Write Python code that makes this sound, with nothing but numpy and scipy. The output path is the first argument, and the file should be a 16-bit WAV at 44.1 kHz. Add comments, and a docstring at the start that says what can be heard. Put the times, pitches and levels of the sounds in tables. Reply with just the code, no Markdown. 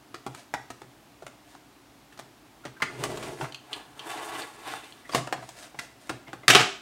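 """A quiet room murmur comes first, then clicks and knocks as fingers line up a card in a paper trimmer.
The carriage rolls up its rail, the blade scrapes through the card, and the guard flips open with a clatter.
Knocks, ticks and clatter are short noise bursts, some with ringing tones; sliding is made of many tiny slips.
Squeaks are rough sine tones. The plastic trimmer stands on a desk close to the microphone in a small room."""
import sys
import numpy as np
from scipy import signal
from scipy.fft import rfft, irfft, next_fast_len
from scipy.io import wavfile
from scipy.ndimage import map_coordinates

SR = 44100
rng = np.random.default_rng(int(sys.argv[2]) if len(sys.argv) > 2 else 0)


def dump_mix(stems):
    """Bounce the given channels to the path in sys.argv[1] as a 16-bit WAV at rate SR."""
    frames = np.atleast_2d(stems).T  # one column per channel
    limited = np.clip(frames, -1, 1)  # hard clip at full scale
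    pcm = np.round(limited * 32767).astype(np.int16)
    wavfile.write(sys.argv[1], SR, pcm)


N = 300321  # length of the scene in samples

# In spectrum tables level_db is relative, per Hz. t60_s is the time to fade by 60 dB.
# room murmur and hiss: pitch_hz, level_db
AIR_SPECTRUM = [(12, -57), (20, -69), (53, -2.5), (81, -16.5), (116, -3), (177, -10.5), (241, -6),
                (285, -1), (499, -14.5), (718, -8.5), (802, -10.5), (1860, -17.5), (2670, -18.5),
                (2910, -19), (16000, -32)]
# how long the room rings: pitch_hz, t60_s
ROOM_FADE = [(120, 0.44), (500, 0.35), (3000, 0.43), (8000, 0.44), (15000, 0.14)]
# plastic contacts: start_s, level_db, weight_db (thud against 1.4 kHz), hardness_db (extra treble),
# ring pitch_hz, rise_s
KNOCK_EVENTS = [(0.1426, -40, -0.5, -3, 1276, 0.00045), (0.2643, -35.5, 11, 1.5, 606, 0.00036),
                (0.3479, -46.5, 1, 4.5, 1310, 0.00012), (0.539, -29.5, -3.5, -9, 894, 0.00012),
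                (0.703, -41.5, 3.5, 2, 823, 0.000095), (0.817, -47, 13, 1.5, 900, 0.00023),
                (1.223, -47, 9.5, 0, 640, 0.00047), (1.266, -44, 1, 0, 637, 0.00018),
                (1.544, -51.5, 2, -1, 646, 0.0033), (2.123, -56.5, -7, 7, 1700, 0.0018),
                (2.174, -53.5, 4, 8, 1300, 0.0013), (2.191, -47.5, -12, 5, 650, 0.00013),
                (2.1958, -45.5, 5, 5.5, 724, 0.00016), (2.651, -38.5, 9, 4.5, 910, 0.0053),
                (2.801, -47, -2, -7, 1080, 0.0017), (2.8201, -25, -3.5, -2, 2050, 0.0026),
                (3.038, -31.5, -5, 5.5, 1190, 0.000073), (3.172, -42, 3, 9, 1100, .001),
                (3.226, -40.5, 4, 12, 1110, 0.0046), (3.409, -34.5, 0, -6, 895, 0.0028),
                (3.44, -37.5, -6, -10, 1056, .003), (4.737, -37, -6.5, -14, 795, .0001),
                (5.091, -42, 3, -1, 1030, 0.0026), (5.122, -41, 3, 9, 1090, .006),
                (5.135, -39, -5, -5, 940, 0.001), (5.147, -23.5, 4.5, 5.5, 1100, 0.00079),
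                (5.156, -29, 10, 4, 706, 0.00026), (5.178, -36.5, 10, 5, 700, .002),
                (5.273, -38.5, 4, -7.5, 634, 0.0003), (5.3257, -28, -1.5, -4.5, 740, 0.00048),
                (5.373, -48, 15.5, 0, 736, .005), (5.424, -45, 5, -1, 667, 0.0017),
                (5.49, -46.5, 4, 12, 710, 0.000092), (5.743, -48.5, 9, -3, 780, 0.0028),
                (5.789, -35.5, -3.5, 6.5, 1967, 0.00057), (6.094, -33.5, 1.5, 3.5, 1307, 0.00097),
                (6.102, -36, 13, -5, 648, 0.00038), (6.272, -46.5, 11, 3, 870, 0.0098),
                (6.331, -39, 6, -6, 790, .0003), (6.432, -48.5, 7, -12, 2100, 0.0035)]
# the desk's boom: pitch_hz, level_db
DESK_SPECTRUM = [(30, -50), (62, -23), (95, -45), (118, -5.5), (129, -0.5), (140, -10.5), (165, -17.5),
                 (300, -50), (700, -86)]
# low sound of the trimmer's base and the rolling carriage: pitch_hz, level_db
RUMBLE_SPECTRUM = [(26, -50), (45, -5), (86, -15), (124, -6), (171, -8), (378, 1), (589, -11), (658, -1.5),
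                   (701, -12.5), (948, -14), (2000, -37), (2600, -48), (4400, -120)]
# skin brushes over plastic: full_pressure_start_s, hold_s, level_db (relative)
RUB_PUSHES = [(.375, 0.022, -50.5), (1.49, .06, -59.5), (5.163, 0.0083, -35), (5.41, 0.095, -57),
              (5.58, 0.073, -48), (5.82, 0.015, -48.5), (6.01, 0.062, -59)]
# skin on plastic: pitch_hz, level_db
SKIN_SPECTRUM = [(410, -14), (700, 3.5), (830, -10), (910, -10.5), (1730, -5), (2190, -9), (3690, -10.5),
                 (5690, -12.5), (9110, -13), (16000, -32)]
# a fingertip slips on the plastic: middle_s, pitch_hz, level_db, half_length_s
SQUEAK_EVENTS = [(2.645, 1427, -48, 0.0065), (2.771, 1600, -48.5, 0.0057), (2.811, 1090, -41, .005),
                 (5.058, 1953, -47, .008), (5.127, 4740, -39, 0.005), (6.276, 2150, -49, .007)]
# pushes of the carriage along the rail: full_speed_start_s, hold_s, level_db (relative)
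ROLL_PUSHES = [(2.91, 0.083, -44.5), (3.035, 0.33, -38), (3.42, 0.019, -39.5)]
# middle part of the rolling sound: pitch_hz, level_db
GRIND_SPECTRUM = [(300, -24), (800, 2.5), (2200, -2), (5000, -16), (10000, -40)]
# hiss of the rail: pitch_hz, level_db
RAIL_SPECTRUM = [(1470, -35), (2500, -6), (2770, -9), (3570, -7), (3860, -10), (5150, -10.5), (8870, -9.5),
                 (16000, -26)]
# the blade holder ticks in the carriage: start_s, level_db (relative)
TICK_EVENTS = [(3.5228, -39.5), (3.5454, -33), (3.7302, -27), (3.7349, -35), (3.9933, -34), (4.4204, -36),
               (4.9233, -43.5)]
# the blade holder: pitch_hz, level_db
HOLDER_SPECTRUM = [(300, -18), (900, -9), (2000, -7), (2700, 2.5), (3200, 8), (3800, -3.5), (4400, 5.5),
                   (5100, -14), (6300, -11.5), (9000, -16), (16000, -38)]
# pushes of the blade through the card: full_speed_start_s, hold_s, level_db (relative)
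CUT_PUSHES = [(3.755, 0.006, -44), (4.07, 0.33, -40), (4.38, 0.024, -47), (4.675, 0.057, -42.5),
              (4.9, 0.091, -59.5)]
# resonances of the trimmer's bed: pitch_hz, width_hz, level_db
BED_RESONANCES = [(320, 71, 15), (830, 110, -14), (1100, 42, 25.5), (2090, 49, -7), (2700, 210, -9),
                  (3240, 47, 0), (3530, 24, 20), (4110, 30, -17), (4260, 43, -14)]
# low scrape of the blade: pitch_hz, level_db
SCRAPE_SPECTRUM = [(110, -38), (180, -18), (226, -32), (319, -3.5), (361, -14.5), (431, -5), (535, -13),
                   (832, 0), (906, -5), (1090, -12.5), (1700, -9), (2210, -33), (3740, -120)]
# rasp of the cut edge: pitch_hz, level_db
RASP_SPECTRUM = [(820, -28), (1400, -8), (1960, -5), (3080, -6.5), (3300, -9.5), (3560, -9), (5000, -15.5),
                 (6500, -28), (11000, -120)]
# card fibres parting: pitch_hz, level_db
FIBRE_SPECTRUM = [(2350, -6.5), (4000, -27), (4260, -5), (4620, -8.5), (6900, -4), (8960, -1.5),
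                  (10400, -7.5), (12900, -11), (15000, -16), (16000, -21)]
# the guard strikes and rebounds: start_s, level_db, rise_s
CLATTER_EVENTS = [(6.481, -15, 0.00014), (6.488, -22.5, .00075), (6.5005, -16, 0.00039),
                  (6.506, -17.5, 0.0008), (6.529, -22, 0.0026), (6.5492, -13, 0.00038),
                  (6.558, -22, 0.0044), (6.59, -21, 0.0054)]
# crack of the guard: pitch_hz, level_db
GUARD_SPECTRUM = [(47, -53), (80, -38), (127, -12), (248, -15), (395, -6), (504, -13), (751, -1.5),
                  (937, -12.5), (1220, -1.5), (1400, -6), (2970, -6), (4420, -14), (7530, -19.5),
                  (16000, -40)]
# ringing tones of the guard: pitch_hz, level_db (before each strike's random strength),
# t60_s (before the hand damps them)
GUARD_TONES = [(281, 0, 0.2), (732, 6, 0.21), (1270, -4, 0.1), (1525, -9, 0.29), (2000, -7, 0.41),
               (2290, 0, 0.66), (2560, -14, 0.33), (2730, -15, 0.32), (3370, -21, 0.46), (3500, -14, 0.65),
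               (4791, -12, 0.61), (4900, -13, 0.71), (5430, -17, 0.47), (5530, -10, 0.4)]

AIR_DB = -55.5
CHATTER_S, CHATTER_PER_RISE = 0.03, 10.2  # t60: a sharp contact dies at once; a sliding one chatters longer
BODY_DB, BODY_PER_WEIGHT, BODY_DB_PER_OCTAVE = 4, .4, -6  # heavy blows on low-ringing parts sound hollow
EDGE_DB, TICK_DB = -8.5, -16  # at 3 and 9 kHz, before hardness and rise time
TICK_DB_PER_DOUBLING = -1.5  # each doubling of the rise time takes off some of the top
RING_PER_WEIGHT, RING_DB_PER_OCTAVE = -0.29, 2.5  # a heavy hand damps the ring; small stiff parts ring clearly
BOOM_DB, BOOM_PER_WEIGHT = -17.5, 1  # how much of a blow reaches the desk
SHUDDER_DB = -5  # the trimmer's base, against the desk's boom
RAIL_BRIGHTENS_DB_PER_S = 9.5  # the hiss gains from the first push on
CUT_BRIGHTENS_DB_PER_S = 6  # rasp and tearing gain from the first push on
GUARD_TILT_DB, GUARD_DULLS_DB_PER_S = 2, 26.5  # treble tilt per octave at first strike; later ones are duller
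RATTLE_S, RATTLE_PER_RISE = 0.015, 38.5  # t60: glancing strikes rattle longer
TOP_HZ = 15950  # upper band limit


def amp(db):
    """Decibels to gain."""
    return 10 ** (np.asarray(db) / 20)


def unit(x):
    """x scaled to an average strength (rms) of 1."""
    return x / np.sqrt(np.mean(x ** 2) + 1e-20)


def along(points, hz):
    """Read (pitch, value) points on a logarithmic pitch axis."""
    pitches, values = np.transpose(points)
    return np.interp(np.log(hz + 1), np.log(pitches), values)


def filtered(x, response):
    """x with each frequency multiplied by response(frequency)."""
    size = next_fast_len(len(x) + SR // 2)
    spectrum = rfft(x, size) * response(np.fft.rfftfreq(size, 1 / SR))
    return irfft(spectrum, size)[:len(x)]


def coloured(x, spectrum, tilt_db=0, size=4096):
    """x through a filter of this spectrum, tilted per octave, that never sounds before its input."""
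    hz = np.fft.rfftfreq(size, 1 / SR)
    gain = amp(along(spectrum, hz) + tilt_db * np.log2(hz / 2000 + .1))
    # folding the cepstrum puts the filter's energy as early as possible
    cepstrum = irfft(np.log(np.maximum(gain / gain.max(), 1e-4)))
    cepstrum[1:size // 2] *= 2
    cepstrum[size // 2 + 1:] = 0
    impulse = irfft(np.exp(rfft(cepstrum)))
    return signal.fftconvolve(x, impulse)[:len(x)]


def add(track, s, sound):
    """Mix a sound into the track at s seconds."""
    rest = track[round(s * SR):]
    rest[:len(sound)] += sound[:len(rest)]


def burst(x):
    """x with the energy of 25 ms at rms 1."""
    return x * np.sqrt(.025 * SR / (np.sum(x ** 2) + 1e-20))


def age():
    """Time since a blow, for half a second."""
    return np.arange(SR // 2) / SR


def wobble(rate):
    """A smooth random curve with rate random points a second."""
    knots = rng.standard_normal(int(N * rate / SR) + 4)
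    return map_coordinates(knots, [np.arange(N) * rate / SR])


def effort(pushes, attack_db_per_s, release_db_per_s, swell_db_per_s=0):
    """Gain of a hand's pushes: each builds up, swells or sags while it is held, and lets go."""
    t = np.arange(N) / SR
    total = 0
    for s, hold, db in pushes:
        held = swell_db_per_s * np.clip(t - s, 0, hold)
        before = abs(attack_db_per_s) * np.maximum(s - t, 0)
        after = abs(release_db_per_s) * np.maximum(t - s - hold, 0)
        total = total + amp(db + held - before - after)
    return total


def travel(pushes):
    """Seconds since the first push, stopping at the end of the last."""
    first, last = pushes[0][0], pushes[-1][0] + pushes[-1][1]
    return np.clip(np.arange(N) / SR, first, last) - first


def blow(t60, rise, snap=0.2, uneven_db=4.5):
    """Plastic chatters unevenly and dies fast; a sharp contact starts with a snap, a sliding one swells."""
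    t = age()
    rise = max(rise, 1e-4)
    flutter = np.interp(t, np.linspace(0, .5, num=250), rng.standard_normal(size=250))
    level = amp(uneven_db * flutter - 60 * t / max(t60, .005))
    chatter = rng.standard_normal(len(t)) * level * (1 - np.exp(-t / rise))
    click = burst(1. * (t == 0))  # a single sample
    return burst(chatter) + snap * np.exp(-rise / 0.0011) * click


def bed_response(hz):
    """The trimmer's bed resonates at several pitches; neighbours have opposite signs."""
    total = 0
    for k, (centre, width, db) in enumerate(BED_RESONANCES):
        peak = 1j * hz * width / (centre * centre - hz * hz + 1j * hz * width)
        total = total + (-1) ** k * amp(db) * peak
    return total


def friction(spectrum, rate, spread_db, bed_share=0):
    """Tiny slips of uneven size, rate a second, partly sounding through the bed's resonances."""
    happens = rng.random(N) < rate / SR
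    slips = happens * rng.standard_normal(N) * amp(spread_db * rng.standard_normal(N))
    direct = unit(filtered(slips, lambda hz: amp(along(spectrum, hz))))
    if not bed_share:
        return direct
    return unit(direct + bed_share * unit(filtered(direct, bed_response)))


def air(level_db=0):
    """Steady room murmur and microphone hiss, made of shaped noise."""
    noise = rng.standard_normal(N)
    return amp(AIR_DB + level_db) * unit(filtered(noise, lambda hz: amp(along(AIR_SPECTRUM, hz))))


def room(x, early_db=-8, tail_db=-9, gap=0.0023):
    """Nearby surfaces answer within 16 ms while a tail dies away; each call draws its own echoes."""
    hz, _, noise = signal.stft(rng.standard_normal(SR // 2), SR, nperseg=256)
    t = np.arange(noise.shape[1]) * 128 / SR  # time of each frame
    fading = noise * amp(-60 * t / along(ROOM_FADE, hz)[:, None])
    tail = signal.istft(fading, SR, nperseg=256)[1][:SR // 2]
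    tail *= np.clip(age() / gap - 1, 0, 1)
    early = np.zeros(len(tail))
    early[(rng.uniform(.002, .016, size=24) * SR).astype(int)] = rng.standard_normal(size=24)
    answer = amp(early_db) * early / np.linalg.norm(early) + amp(tail_db) * tail / np.linalg.norm(tail)
    return x + signal.fftconvolve(x, answer)[:len(x)]


def boom(t60=0.13, rise=0.013):
    """The desk answers a blow with a low, slowly building thud."""
    return burst(coloured(blow(t60, rise), DESK_SPECTRUM))


def knocks(level_db=0, ring_db=-6.5, ring_t60=0.035, blur=0.073):
    """Weight gives a contact its thud and shakes base and desk, hardness its treble; each spot rings."""
    out, t = np.zeros(N), age()
    for s, db, weight, hardness, ring_hz, rise in KNOCK_EVENTS:
        octaves = np.log2(ring_hz / 800)
        body = BODY_DB + BODY_PER_WEIGHT * weight + BODY_DB_PER_OCTAVE * octaves
        edge = EDGE_DB + 0.6 * hardness
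        tick = TICK_DB + hardness + TICK_DB_PER_DOUBLING * np.log2(max(rise, 1e-4) / 0.00028)
        colour = [(35, weight - 22), (70, weight - 7), (200, weight - 6), (310, weight + 1),
                  (480, weight - 5), (720, body), (1400, 0), (3000, edge),
                  (9000, tick), (11000, tick - 10), (15000, tick - 14)]
        crack = burst(coloured(blow(CHATTER_S + CHATTER_PER_RISE * rise, rise), colour))
        # loose parts blur the pitch
        phase = 2 * np.pi * ring_hz * t + blur * np.cumsum(rng.standard_normal(len(t)))
        ring = burst(np.sin(phase) * amp(-60 * t / ring_t60) * (1 - np.exp(-t / max(rise, 1e-4))))
        clarity = amp(ring_db + RING_PER_WEIGHT * weight + RING_DB_PER_OCTAVE * octaves)
        contact = room(burst(crack + clarity * ring))
        shudder = amp(SHUDDER_DB) * burst(coloured(blow(0.24, rise=0.026), RUMBLE_SPECTRUM))
        thud = amp(BOOM_DB + BOOM_PER_WEIGHT * weight) * (boom() + shudder)
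        add(out, s, amp(db + level_db) * (contact + thud))
    return out


def fingers(level_db=-1):
    """Fingertips brush over guard and card in many tiny slips."""
    pressure = effort(RUB_PUSHES, attack_db_per_s=290, release_db_per_s=380)
    return amp(level_db) * pressure * friction(SKIN_SPECTRUM, rate=12000, spread_db=5.5)


def squeaks(level_db=0, blur=0.13):
    """Skin sticks and slips for a moment, with a rough, uncertain pitch."""
    out, t = np.zeros(N), np.arange(N) / SR
    for s, hz, db, half_length in SQUEAK_EVENTS:
        near = np.abs(t - s) < .05
        phase = 2 * np.pi * hz * t[near] + blur * np.cumsum(rng.standard_normal(near.sum()))
        swell = np.exp(-((t[near] - s) / half_length) ** 2)
        out[near] += amp(db + level_db) * swell * unit(np.sin(phase))
    return out


def carriage(rumble_db=-1, grind_db=-8, hiss_db=-15, bumps_db=-8.0, judder_db=2):
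    """The unloaded carriage judders up the rail, slowing a little during each push."""
    speed = effort(ROLL_PUSHES, attack_db_per_s=298, release_db_per_s=266, swell_db_per_s=-18.5)
    bright_db = RAIL_BRIGHTENS_DB_PER_S * travel(ROLL_PUSHES)
    rumble = amp(rumble_db) * friction(RUMBLE_SPECTRUM, rate=2300, spread_db=3.0)
    grind = amp(grind_db) * friction(GRIND_SPECTRUM, rate=2500, spread_db=3)
    hiss = amp(hiss_db + bright_db) * friction(RAIL_SPECTRUM, rate=11000, spread_db=-2.0)
    # rough spots in the rail shake the desk
    bumps = amp(bumps_db) * friction(DESK_SPECTRUM, rate=150, spread_db=3.5)
    return speed * (rumble + grind + hiss + bumps) * amp(judder_db * wobble(45))


def ticks(level_db=-9):
    """The blade holder rocks in its seat as it is pressed down, giving short clicks."""
    out = np.zeros(N)
    for s, db in TICK_EVENTS:
        click = burst(coloured(blow(0.023, rise=0.00027), HOLDER_SPECTRUM))
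        add(out, s, amp(db + level_db) * room(click, tail_db=-10))
    return out


def blade(scrape_db=-2, rasp_db=-10, fibres_db=-14, bumps_db=-23, catch_db=2.0, uneven_db=1.65):
    """The blade drags through the card: the bed drones, the cut edge rasps and fibres part with a hiss."""
    speed = effort(CUT_PUSHES, attack_db_per_s=140, release_db_per_s=148, swell_db_per_s=-3.5)
    bright_db = CUT_BRIGHTENS_DB_PER_S * travel(CUT_PUSHES)
    scrape = amp(scrape_db) * friction(SCRAPE_SPECTRUM, rate=5000, spread_db=2, bed_share=0.41)
    rasp_gain = amp(rasp_db + bright_db + uneven_db * wobble(35))
    rasp = rasp_gain * friction(RASP_SPECTRUM, rate=5000, spread_db=0.5, bed_share=0.35)
    fibre_gain = amp(fibres_db + bright_db + uneven_db * wobble(25.2))
    fibres = fibre_gain * friction(FIBRE_SPECTRUM, rate=10000, spread_db=5.0)
    bumps = amp(bumps_db) * friction(DESK_SPECTRUM, rate=120, spread_db=-2)
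    return speed * (scrape + rasp + fibres + bumps) * amp(catch_db * wobble(70))


def guard(ring_db=-13, boom_db=-16):
    """The long guard bounces on its hinge; every strike rings its tones anew and shakes the desk."""
    out, t = np.zeros(N), age()
    hand = amp(-60 * t / .6)  # the lifting hand damps the ring
    for s, db, rise in CLATTER_EVENTS:
        tilt_db = GUARD_TILT_DB - GUARD_DULLS_DB_PER_S * (s - CLATTER_EVENTS[0][0])
        crack = burst(coloured(blow(RATTLE_S + RATTLE_PER_RISE * rise, rise), GUARD_SPECTRUM, tilt_db))
        ring = np.zeros(len(t))
        for hz, level, t60 in GUARD_TONES:
            strength = rng.standard_normal()
            ring += strength * amp(level - 60 * t / t60) * np.sin(2 * np.pi * hz * t)
        strike = crack + amp(ring_db) * burst(ring * hand)
        thud = amp(boom_db) * boom(t60=0.11, rise=0.023)
        add(out, s, amp(db) * (room(strike, tail_db=-6.5) + thud))
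    return out


def scene():
    """The trimmer in its room, as one channel."""
    sliding = carriage() + blade() + fingers() + squeaks()
    return (knocks() + ticks() + guard() + room(sliding, early_db=-3.5) + air())[None]


def band_limit(hz):
    """Gain that falls to nothing over 200 Hz around the top of the band."""
    return np.clip((TOP_HZ - hz) / 200 + .5, 0, 1)


def record(dry, low_cut_hz=45):
    """The recorder thins the deepest bass, rounds off peaks near full scale and cuts the highest treble."""
    low_cut = signal.butter(2, low_cut_hz, "high", fs=SR, output="sos")
    thinned = signal.sosfilt(low_cut, dry)
    rounded = thinned / (1 + np.abs(thinned) ** 6) ** (1 / 6)
    return np.array([filtered(channel, band_limit) for channel in rounded])


dry = scene()
out = record(dry)
dump_mix(out)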